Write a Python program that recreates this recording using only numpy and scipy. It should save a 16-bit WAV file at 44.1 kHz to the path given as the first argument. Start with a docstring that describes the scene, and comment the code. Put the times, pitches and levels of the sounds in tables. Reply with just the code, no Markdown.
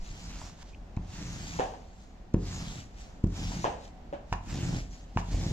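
"""Lint roller on a cloth-covered table

A sticky lint roller is set down on the cloth and pushed along it in six strokes, the last cut off by the end.
Landings are force pulses and rolling is random kicks, both heard through the modes of the table top.
The tape peels off the fibres with a crackling hiss: countless random snaps, coloured and swelling per stroke.
The plastic core clicks and squeaks as decaying modes and short tones; wooden knocks off to the left are
filtered impulses with a ring. Noise and steady tones make a small, faintly humming room."""
import sys
import numpy as np
from scipy import signal
from scipy.fft import rfft, irfft, next_fast_len
from scipy.io import wavfile
from scipy.ndimage import uniform_filter1d, map_coordinates

SR = 44100
rng = np.random.default_rng(int(sys.argv[2]) if len(sys.argv) > 2 else 0)


def dump(signal):
    """Clip the signal to [-1, 1] and save it as 16-bit WAV at the path in sys.argv[1]."""
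    limited = np.clip(np.atleast_2d(signal).T, -1, 1)
    pcm = np.round(limited * 32767).astype(np.int16)
    wavfile.write(sys.argv[1], SR, pcm)


N = 243431

# strokes of the roller, levels relative, fall_s for 20 dB of hiss, leads of the left microphone:
# start_s, stop_s, hiss_db, rumble_db, pressure_gained_db, fall_s, first_lead_ms, last_lead_ms
STROKES = [(0.049, 0.488, -54, -50.5, 4, 0.0959, 0.305, -0.029),
           (1.151, 1.605, -49, -41.5, 2, 0.2172, 0.064, 0.3096),
           (2.473, 2.796, -49, -40.5, -2.5, 0.1232, 0.0865, 0.2747),
           (3.365, 3.631, -47.5, -37, -0.14, 0.1823, 0.1314, .32),
           (4.505, 4.789, -47.5, -32, 1, 0.1042, -0.045, 0.2523),
           (5.321, 5.617, -49, -32.5, -1.5, -0.05, -0.0413, 0.283)]
# relative spectrum of tape peeling off cloth: pitch_hz, level_db (per Hz)
PEEL_SPECTRUM = [(100, -35.5), (450, -9), (750, 6.5), (1200, 3.5), (2000, 4), (3500, 3), (5000, 3.5),
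                 (6700, 4.5), (9000, -1.5), (15000, -14.5)]


def amp(db):
    """The decibel law: level to amplitude gain."""
    return 10 ** (np.asarray(db) / 20)


def unit(x):
    """Normalisation by mean power: scaled to rms 1."""
    return x / np.sqrt(np.mean(x ** 2) + 1e-20)


def clock(count):
    """Uniform sampling: seconds for count samples."""
    return np.arange(count) / SR


def along(points, hz):
    """Logarithmic pitch scale: (Hz, value) points interpolated on it."""
    f, v = np.transpose(points)
    return np.interp(np.log(hz + 1), np.log(f + 1), v)


def wobble(rate):
    """Band-limited randomness: a smooth curve through rate random knots a second."""
    knots = rng.standard_normal(int(N * rate / SR) + 4)
    return map_coordinates(knots, [clock(N) * rate])


def swell(start, stop, rise_s, fall_s):
    """Exponential growth and decay: gain 1 from start to stop; rise and fall are times for 20 dB."""
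    t = clock(N)
    before = np.maximum(start - t, 0) / rise_s
    after = np.maximum(t - stop, 0) / fall_s
    return amp(-20 * (before + after))


def filtered(x, response):
    """Linear filtering: the spectrum of x times a response of frequency."""
    n = x.shape[-1]
    m = next_fast_len(n + SR // 2)
    return irfft(rfft(x, m) * response(np.fft.rfftfreq(m, 1 / SR)), m)[..., :n]


def stereo(pair, spectrum):
    """Interchannel coherence: two unrelated signals become coloured left and right, rms 1, alike in the bass."""
    # left-right likeness: pitch_hz, correlation
    likeness = [(60, 0.96), (130, 0.993), (290, 0.883), (640, 0.358), (1400, 0.018), (3000, 0.067)]

    def turn(hz):
        return np.arccos(np.clip(along(likeness, hz), -1, 1)) / 2

    def mid_side(hz):
        return amp(along(spectrum, hz)) * [np.cos(turn(hz)), np.sin(turn(hz))]

    mid, side = filtered(pair, mid_side)
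    return unit(np.array([mid + side, mid - side]))


def patchy(x, depth_db):
    """Time-varying spectrum: a smooth random field shifts the colour of x from moment to moment."""
    z = signal.stft(x, nperseg=512)[2]
    field = uniform_filter1d(rng.standard_normal(z.shape), size=9, axis=0)  # across frequency
    field = uniform_filter1d(field, size=11, axis=1)  # across time
    return signal.istft(z * amp(depth_db * unit(field)), nperseg=512)[1][:N]


def ring(hz, t60):
    """Damped vibration: one mode that falls 60 dB in t60 seconds."""
    t = clock(SR // 2)
    return np.sin(2 * np.pi * hz * t) * np.exp(-np.log(1000) * t / t60)


def blow(spectrum, size=SR // 2):
    """Minimum phase: a folded cepstrum gives a causal impulse of the given colour, peak 1."""
    cepstrum = irfft(np.log(amp(along(spectrum, np.fft.rfftfreq(size, 1 / SR)))), size)
    cepstrum[1:size // 2] *= 2
    cepstrum[size // 2:] = 0
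    pulse = irfft(np.exp(rfft(cepstrum)), size)
    return pulse / np.abs(pulse).max()


def add(track, s, sound):
    """Superposition: a sound mixed into the track at time s."""
    part = track[:, round(s * SR):][:, :sound.shape[-1]]
    part += sound[..., :part.shape[-1]]


def room(x, early_db=5, early_s=0.048):
    """Reverberation: convolution with decaying noise, stronger early on, whose decay depends on pitch."""
    # decay of the room: pitch_hz, t60_s
    wall_decay = [(100, 0.124), (500, 0.573), (1400, 0.3866), (4000, 0.392), (10000, 0.217)]
    noise = stereo(rng.standard_normal((2, SR // 2)), [(100, 0)])
    hz, t, z = signal.stft(noise, SR, nperseg=256)
    decay = np.exp(-np.log(1000) * t / along(wall_decay, hz)[:, None])
    tail = signal.istft(z * decay, SR, nperseg=256)[1]
    t = clock(tail.shape[1])
    tail *= amp(early_db * np.exp(-t / early_s))
    tail *= np.clip((t - .004) / .004, 0, 1)  # silent for 4 ms, then fades in over 4 ms
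    return signal.fftconvolve(x[None], unit(tail) / np.sqrt(len(t)), axes=1)


def background():
    """Stationary noise and phase-modulated tones: room air, an appliance's unsteady hum and a thin whine."""
    # room air, relative spectrum: pitch_hz, level_db (per Hz)
    air_spectrum = [(15, -8.5), (30, -3.5), (55, -0.5), (120, -19), (200, -13), (450, -23.5), (740, -20),
                    (1100, -30), (2000, -34.5), (2700, -38), (7000, -46), (15000, -54)]
    # hum of the appliance, relative levels: pitch_hz, level_db
    hum_tones = [(177.6, -64), (247.6, -68)]
    # the whine swells once, times for 20 dB: peak_s, level_db, rise_s, fall_s
    whine_swell = (4.0, -57.5, 0.2, 0.04)
    whine_hz, whine_idle_db = 749.8, -72

    def tone(hz):
        return np.sin(2 * np.pi * hz * clock(N) + 0.53 * wobble(7))

    drift = amp(1.3 * wobble(6))
    air = amp(-49.5) * stereo(rng.standard_normal((2, N)), air_spectrum)
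    hum = sum(amp(db) * tone(hz) for hz, db in hum_tones)
    s, db, rise_s, fall_s = whine_swell
    whine = np.maximum(amp(whine_idle_db), amp(db) * swell(s, s, rise_s, fall_s))
    return drift * (air + hum) + whine * tone(whine_hz)


def knocks():
    """Impact and resonance with an arrival-time difference: wood knocks further off, left first, in the room."""
    # wooden knocks, ring level relative to the strike: start_s, level_db, ring_hz, ring_db, ring_t60_s
    wood_knocks = [(1.5905, -28, 882, 1, 0.044), (1.5963, -19, 505.5, 2.5, 0.0309),
                   (1.6185, -34, 760.3, 7, 0.232), (1.738, -37.5, 936.6, -6, 0.107),
                   (3.6432, -21.5, 1023, 3.5, 0.0315), (3.6515, -19, 550, -11.5, 0.093),
                   (3.662, -28, 681, -5, 0.26), (4.1275, -34.5, 572.8, 5, 0.1715),
                   (4.134, -33, 323.5, -3, 0.088)]
    # strike of wood, relative spectrum: pitch_hz, level_db (per Hz)
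    wood_spectrum = [(60, -4), (200, -6), (480, 0), (800, 3.5), (1100, -3.5), (1350, -12), (1650, -6.5),
                     (2100, -15.5), (2800, -13.5), (4500, -27), (7500, -29.5), (15000, -47.5)]
    out, lead_s = np.zeros((2, N)), .00033
    for s, db, hz, ring_db, t60 in wood_knocks:
        strike = amp(db) * blow(wood_spectrum)
        knock = strike + amp(db + ring_db) * ring(hz, t60)
        t = clock(len(knock))
        late = np.interp(t - lead_s, t, knock, left=0)
        add(out, s, np.array([knock, late]))
        strike_echo = amp(5.5) * room(strike, early_db=10, early_s=0.00996)
        add(out, s, strike_echo + amp(-11.5) * room(knock))
    return out


def place():
    """Kinematics as the left microphone's lead in ms: the roller crosses, slows, rests, goes to its next start."""
    slowing = .2  # starts faster and ends slower than the mean speed by this share of it
    overrun_s, rest_s = 0.0375, 0.142  # travel beyond each end of a stroke, and the stay there
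    times, leads = [], []
    for start, stop, *_, first_ms, last_ms in STROKES:
        s = np.linspace(start - overrun_s, stop + overrun_s)
        u = (s - start) / (stop - start)
        lead_ms = first_ms + (last_ms - first_ms) * (u + slowing * u * (1 - u))
        times += [s[0] - rest_s, *s, s[-1] + rest_s]
        leads += [lead_ms[0], *lead_ms, lead_ms[-1]]
    return np.interp(clock(N), times, leads)


def from_roller(x, pan_db_per_ms=15, offset_db=-3.0):
    """Interaural cues: lead shifts arrival and level between the microphones, plus a fixed level offset."""
    lead_ms, half = place(), np.array([[.5], [-.5]])  # left, right
    when = np.arange(N) + half * lead_ms * SR / 1000
    pair = np.array([map_coordinates(x, [w]) for w in when])
    return pair * amp(half * (offset_db + pan_db_per_ms * lead_ms))


def core():
    """Modal excitation: the loose plastic core clicks on its handle and sometimes squeaks on its axle."""
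    # clicks on the handle, relative levels, modes weaken above dull_hz: start_s, level_db, dull_hz
    core_clicks = [(.416, -26, 600), (0.63, -43.5, 1800), (.974, -33.5, 1000), (2.344, -33, 3004),
                   (3.243, -40, 3000), (3.519, -22.5, 555), (4.327, -20, 9000), (4.338, -30.5, 9000),
                   (4.729, -34.5, 700), (5.1732, -19, 5470)]
    # modes of the core, relative levels: pitch_hz, level_db, t60_s
    core_modes = [(659.6, -9.5, 0.0253), (973, 3, 0.0106), (1104, -18.5, 0.099), (1300, 3.5, 0.00227),
                  (1792.6, -13.5, 0.0416), (2414, -2.5, 0.00338), (2926, -13.5, 0.015), (4910, -22.5, .015),
                  (6760, -32.5, .012)]
    # squeaks on the axle, length from the centre to 1/e: centre_s, level_db, pitch_hz, length_s
    axle_squeaks = [(0.737, -54, 2480, 0.00405), (0.748, -48, 2600, 0.00227), (0.971, -52, 2308, 0.0051)]
    direct, echo, t = np.zeros((1, N)), np.zeros((2, N)), clock(N)
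    for s, db, dull_hz in core_clicks:
        click = 0
        for k, (hz, level, t60) in enumerate(core_modes):
            gain = amp(db + level + rng.normal(0, 1))
            gain /= 1 + (hz / dull_hz) ** 2  # a soft contact barely excites the high modes
            click = click + (-1) ** k * gain * ring(hz, t60)  # neighbours swing in opposite directions
        add(direct, s, click)
        add(echo, s, amp(-7.5) * room(click))
    squeak = 0
    for s, db, hz, length in axle_squeaks:
        envelope = np.exp(-((t - s) / length) ** 2)
        squeak = squeak + amp(db) * envelope * np.sin(2 * np.pi * hz * t + 1.28 * wobble(560))
    return from_roller(direct[0] + squeak, pan_db_per_ms=6, offset_db=-.6) + echo


def table_top(force):
    """Modal superposition: a force is heard directly and through the modes of the table top."""
    # modes of the table top, gain at resonance relative to the direct force: pitch_hz, gain_db, t60_s
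    table_modes = [(45, 17.5, 0.684), (92.725, 12, 0.762), (100.74, 0, 0.231), (116.65, 1, 0.62),
                   (128.62, 3.5, 0.344), (173.13, 7.5, 0.358), (207.38, 0, 0.216), (223.1, -8, 0.228),
                   (270.9, -6.5, 0.66), (295.16, 5, 0.366), (344.3, 1.5, 0.214), (392.2, -5, 0.4),
                   (482, -23.5, 0.6), (570, -16.5, 0.57)]
    response = 0
    for hz, db, t60 in table_modes:
        per_sample = 2 * np.log(1000) / (t60 * SR)  # evens out long and short rings
        response = response + amp(db) * per_sample * ring(hz, t60)
    response[0] += 1
    return signal.fftconvolve(force, response[None], axes=1)[:, :force.shape[1]]


def landings():
    """Contact time sets bandwidth: the padded roller pushes the table down and it springs back."""
    # landings, peak force as a relative level, time scale of the contact: centre_s, level_db, contact_s
    roller_landings = [(0.017, -41.5, 0.036), (0.112, -40, 0.0096), (0.9728, -24, 0.003104),
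                       (2.3449, -12, 0.00195), (3.2425, -14, 0.002405), (4.3255, -26, 0.00341),
                       (5.1655, -20.5, 0.002775)]
    force = np.zeros(N)
    for s, db, contact in roller_landings:
        u = (clock(N) - s) / contact
        push = u / (1 + u ** 2) ** 4  # one smooth down-and-up swing
        force += amp(db) * push / push.max()
    return table_top(force[None]) + amp(-10) * room(force)[:, :N]


def effort():
    """Envelopes of hiss and rumble: each stroke runs up, changes with pressure and runs out; hiss also arches."""
    run_up_share = 0.3003  # the last 20 dB are gained in this share of a stroke's length
    arch_db = 1.26  # mid-stroke hiss above that at the ends, apart from pressure
    lean_s, ease_s = 0.0279, 0.0413  # the hand's weight comes on late and off early
    rumble_fall_s = 0.172  # for 20 dB
    rumble_grows = 1.19  # dB of rumble per dB of pressure
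    hiss, rumble = amp(-80.5), amp(-60.5)  # floors: cloth and table between the strokes
    for start, stop, hiss_db, rumble_db, press_db, fall_s, _, _ in STROKES:
        u = np.interp(clock(N), [start, stop], [0, 1])
        pressure_db = press_db * (u - .5)
        mid_db = arch_db * (np.sin(np.pi * u) - 2 / np.pi)
        rise_s = run_up_share * (stop - start)
        stroke_hiss = amp(hiss_db + pressure_db + mid_db) * swell(start, stop, rise_s, fall_s)
        weight = swell(start + lean_s, stop - ease_s, rise_s, rumble_fall_s)
        hiss = np.maximum(hiss, stroke_hiss)
        rumble = np.maximum(rumble, amp(rumble_db + rumble_grows * pressure_db) * weight)
    return hiss, rumble


def rolling():
    """Random impact excitation: folds kick the table, more crisply under pressure; deep sway varies less."""
    # kicks of the folds, relative spectrum: pitch_hz, level_db (per Hz)
    bump_spectrum = [(20, -28.5), (45, -7), (80, -1), (130, 3.5), (200, 0), (300, -6), (450, -14.5),
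                     (800, -19), (1500, -51.5), (4000, -88)]
    # deep sway of the table, relative spectrum: pitch_hz, level_db (per Hz)
    sway_spectrum = [(15, -38.5), (35, -2.5), (50, -1.5), (70, -5.5), (110, -15.5), (250, -41.5),
                     (1000, -93)]
    # above firm_db of rumble, bumps above firm_hz gain this many extra dB per dB
    firm_db, firm_hz, brightens = -37.5, 231, 0.177
    pressure_db = 20 * np.log10(effort()[1])
    folds = (rng.random(N) < 110 / SR) * rng.choice([-1, 1], N)  # 110 a second on average
    kicks = np.array([unit(folds) + .6 * rng.standard_normal(N), rng.standard_normal(N)])
    bumps = unit(table_top(stereo(kicks, bump_spectrum)))
    dull = filtered(bumps, lambda hz: 1 / (1 + (hz / firm_hz) ** 8))
    bumps = dull + (bumps - dull) * amp(brightens * np.maximum(pressure_db - firm_db, 0))
    sway = unit(table_top(stereo(rng.standard_normal((2, N)), sway_spectrum)))
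    bump_gain = amp(pressure_db + 0.96 * wobble(40))
    sway_gain = amp(0.4415 * pressure_db - 26.5)
    return bump_gain * bumps + sway_gain * sway


def crackle(fibres_per_s, size_db, clump_db):
    """Shot noise: countless fibres snap free of the glue, in clumps of a few milliseconds; rms 1."""
    sizes = rng.standard_normal(N) * amp(size_db * rng.standard_normal(N))
    snaps = (rng.random(N) < fibres_per_s / SR) * sizes
    snaps = patchy(snaps * amp(clump_db * wobble(420)), depth_db=2.5)
    return unit(filtered(snaps, lambda hz: amp(along(PEEL_SPECTRUM, hz))))


def peeling():
    """Adhesive release: tape peels off the cloth in travel and lift; the room adds a diffuse hiss."""
    # tape lets go as the roller lifts, relative levels, times for 20 dB: peak_s, level_db, rise_s, fall_s
    tape_lifts = [(.63, -54.5, 0.0844, 0.0033), (.69, -62.5, 0.18, 0.12), (2.02, -64, .35, 0.22),
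                  (3.01, -55.5, 0.1019, 0.2063), (3.85, -57, 0.12, 0.0769), (4.935, -57, 0.07, .24)]
    # tape snatches at the cloth, relative levels, length from the centre to 1/e: centre_s, level_db, length_s
    tape_snatches = [(0.967, -51, 0.00136), (2.343, -52.5, 0.0041), (3.242, -50.5, 0.003),
                     (3.272, -57.5, 0.0031), (3.879, -59.5, .003), (4.331, -44, 0.00517),
                     (4.339, -60, 0.0473), (5.191, -50.5, 0.018), (5.206, -60, 0.055)]
    t = clock(N)
    lifts = sum(amp(db) * swell(s, s, rise_s, fall_s) for s, db, rise_s, fall_s in tape_lifts)
    grip = np.hypot(effort()[0], lifts) * amp(2.5 + .4 * wobble(60))
    for s, db, length in tape_snatches:
        grip = grip + amp(db) * np.exp(-((t - s) / length) ** 2)
    near = from_roller(crackle(fibres_per_s=14000, size_db=2, clump_db=1.8))
    diffuse = stereo(rng.standard_normal((2, N)), PEEL_SPECTRUM)
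    return grip * (amp(-2.5) * near + amp(-3.5) * diffuse)


def scene():
    """Superposition of everything that reaches the two microphones."""
    return background() + knocks() + core() + landings() + rolling() + peeling()


def record(dry):
    """Band limitation: the microphone is dull in its top octave and passes nothing above its limit."""
    # response of the microphone: pitch_hz, gain_db
    mic_response = [(7000, 0.5), (7700, -2.5), (8300, -8), (8900, -14.5), (10000, -12), (15000, -7)]
    top_hz = 15450
    return filtered(dry, lambda hz: amp(along(mic_response, hz)) * (hz < top_hz))


dry = scene()
out = record(dry)
dump(out)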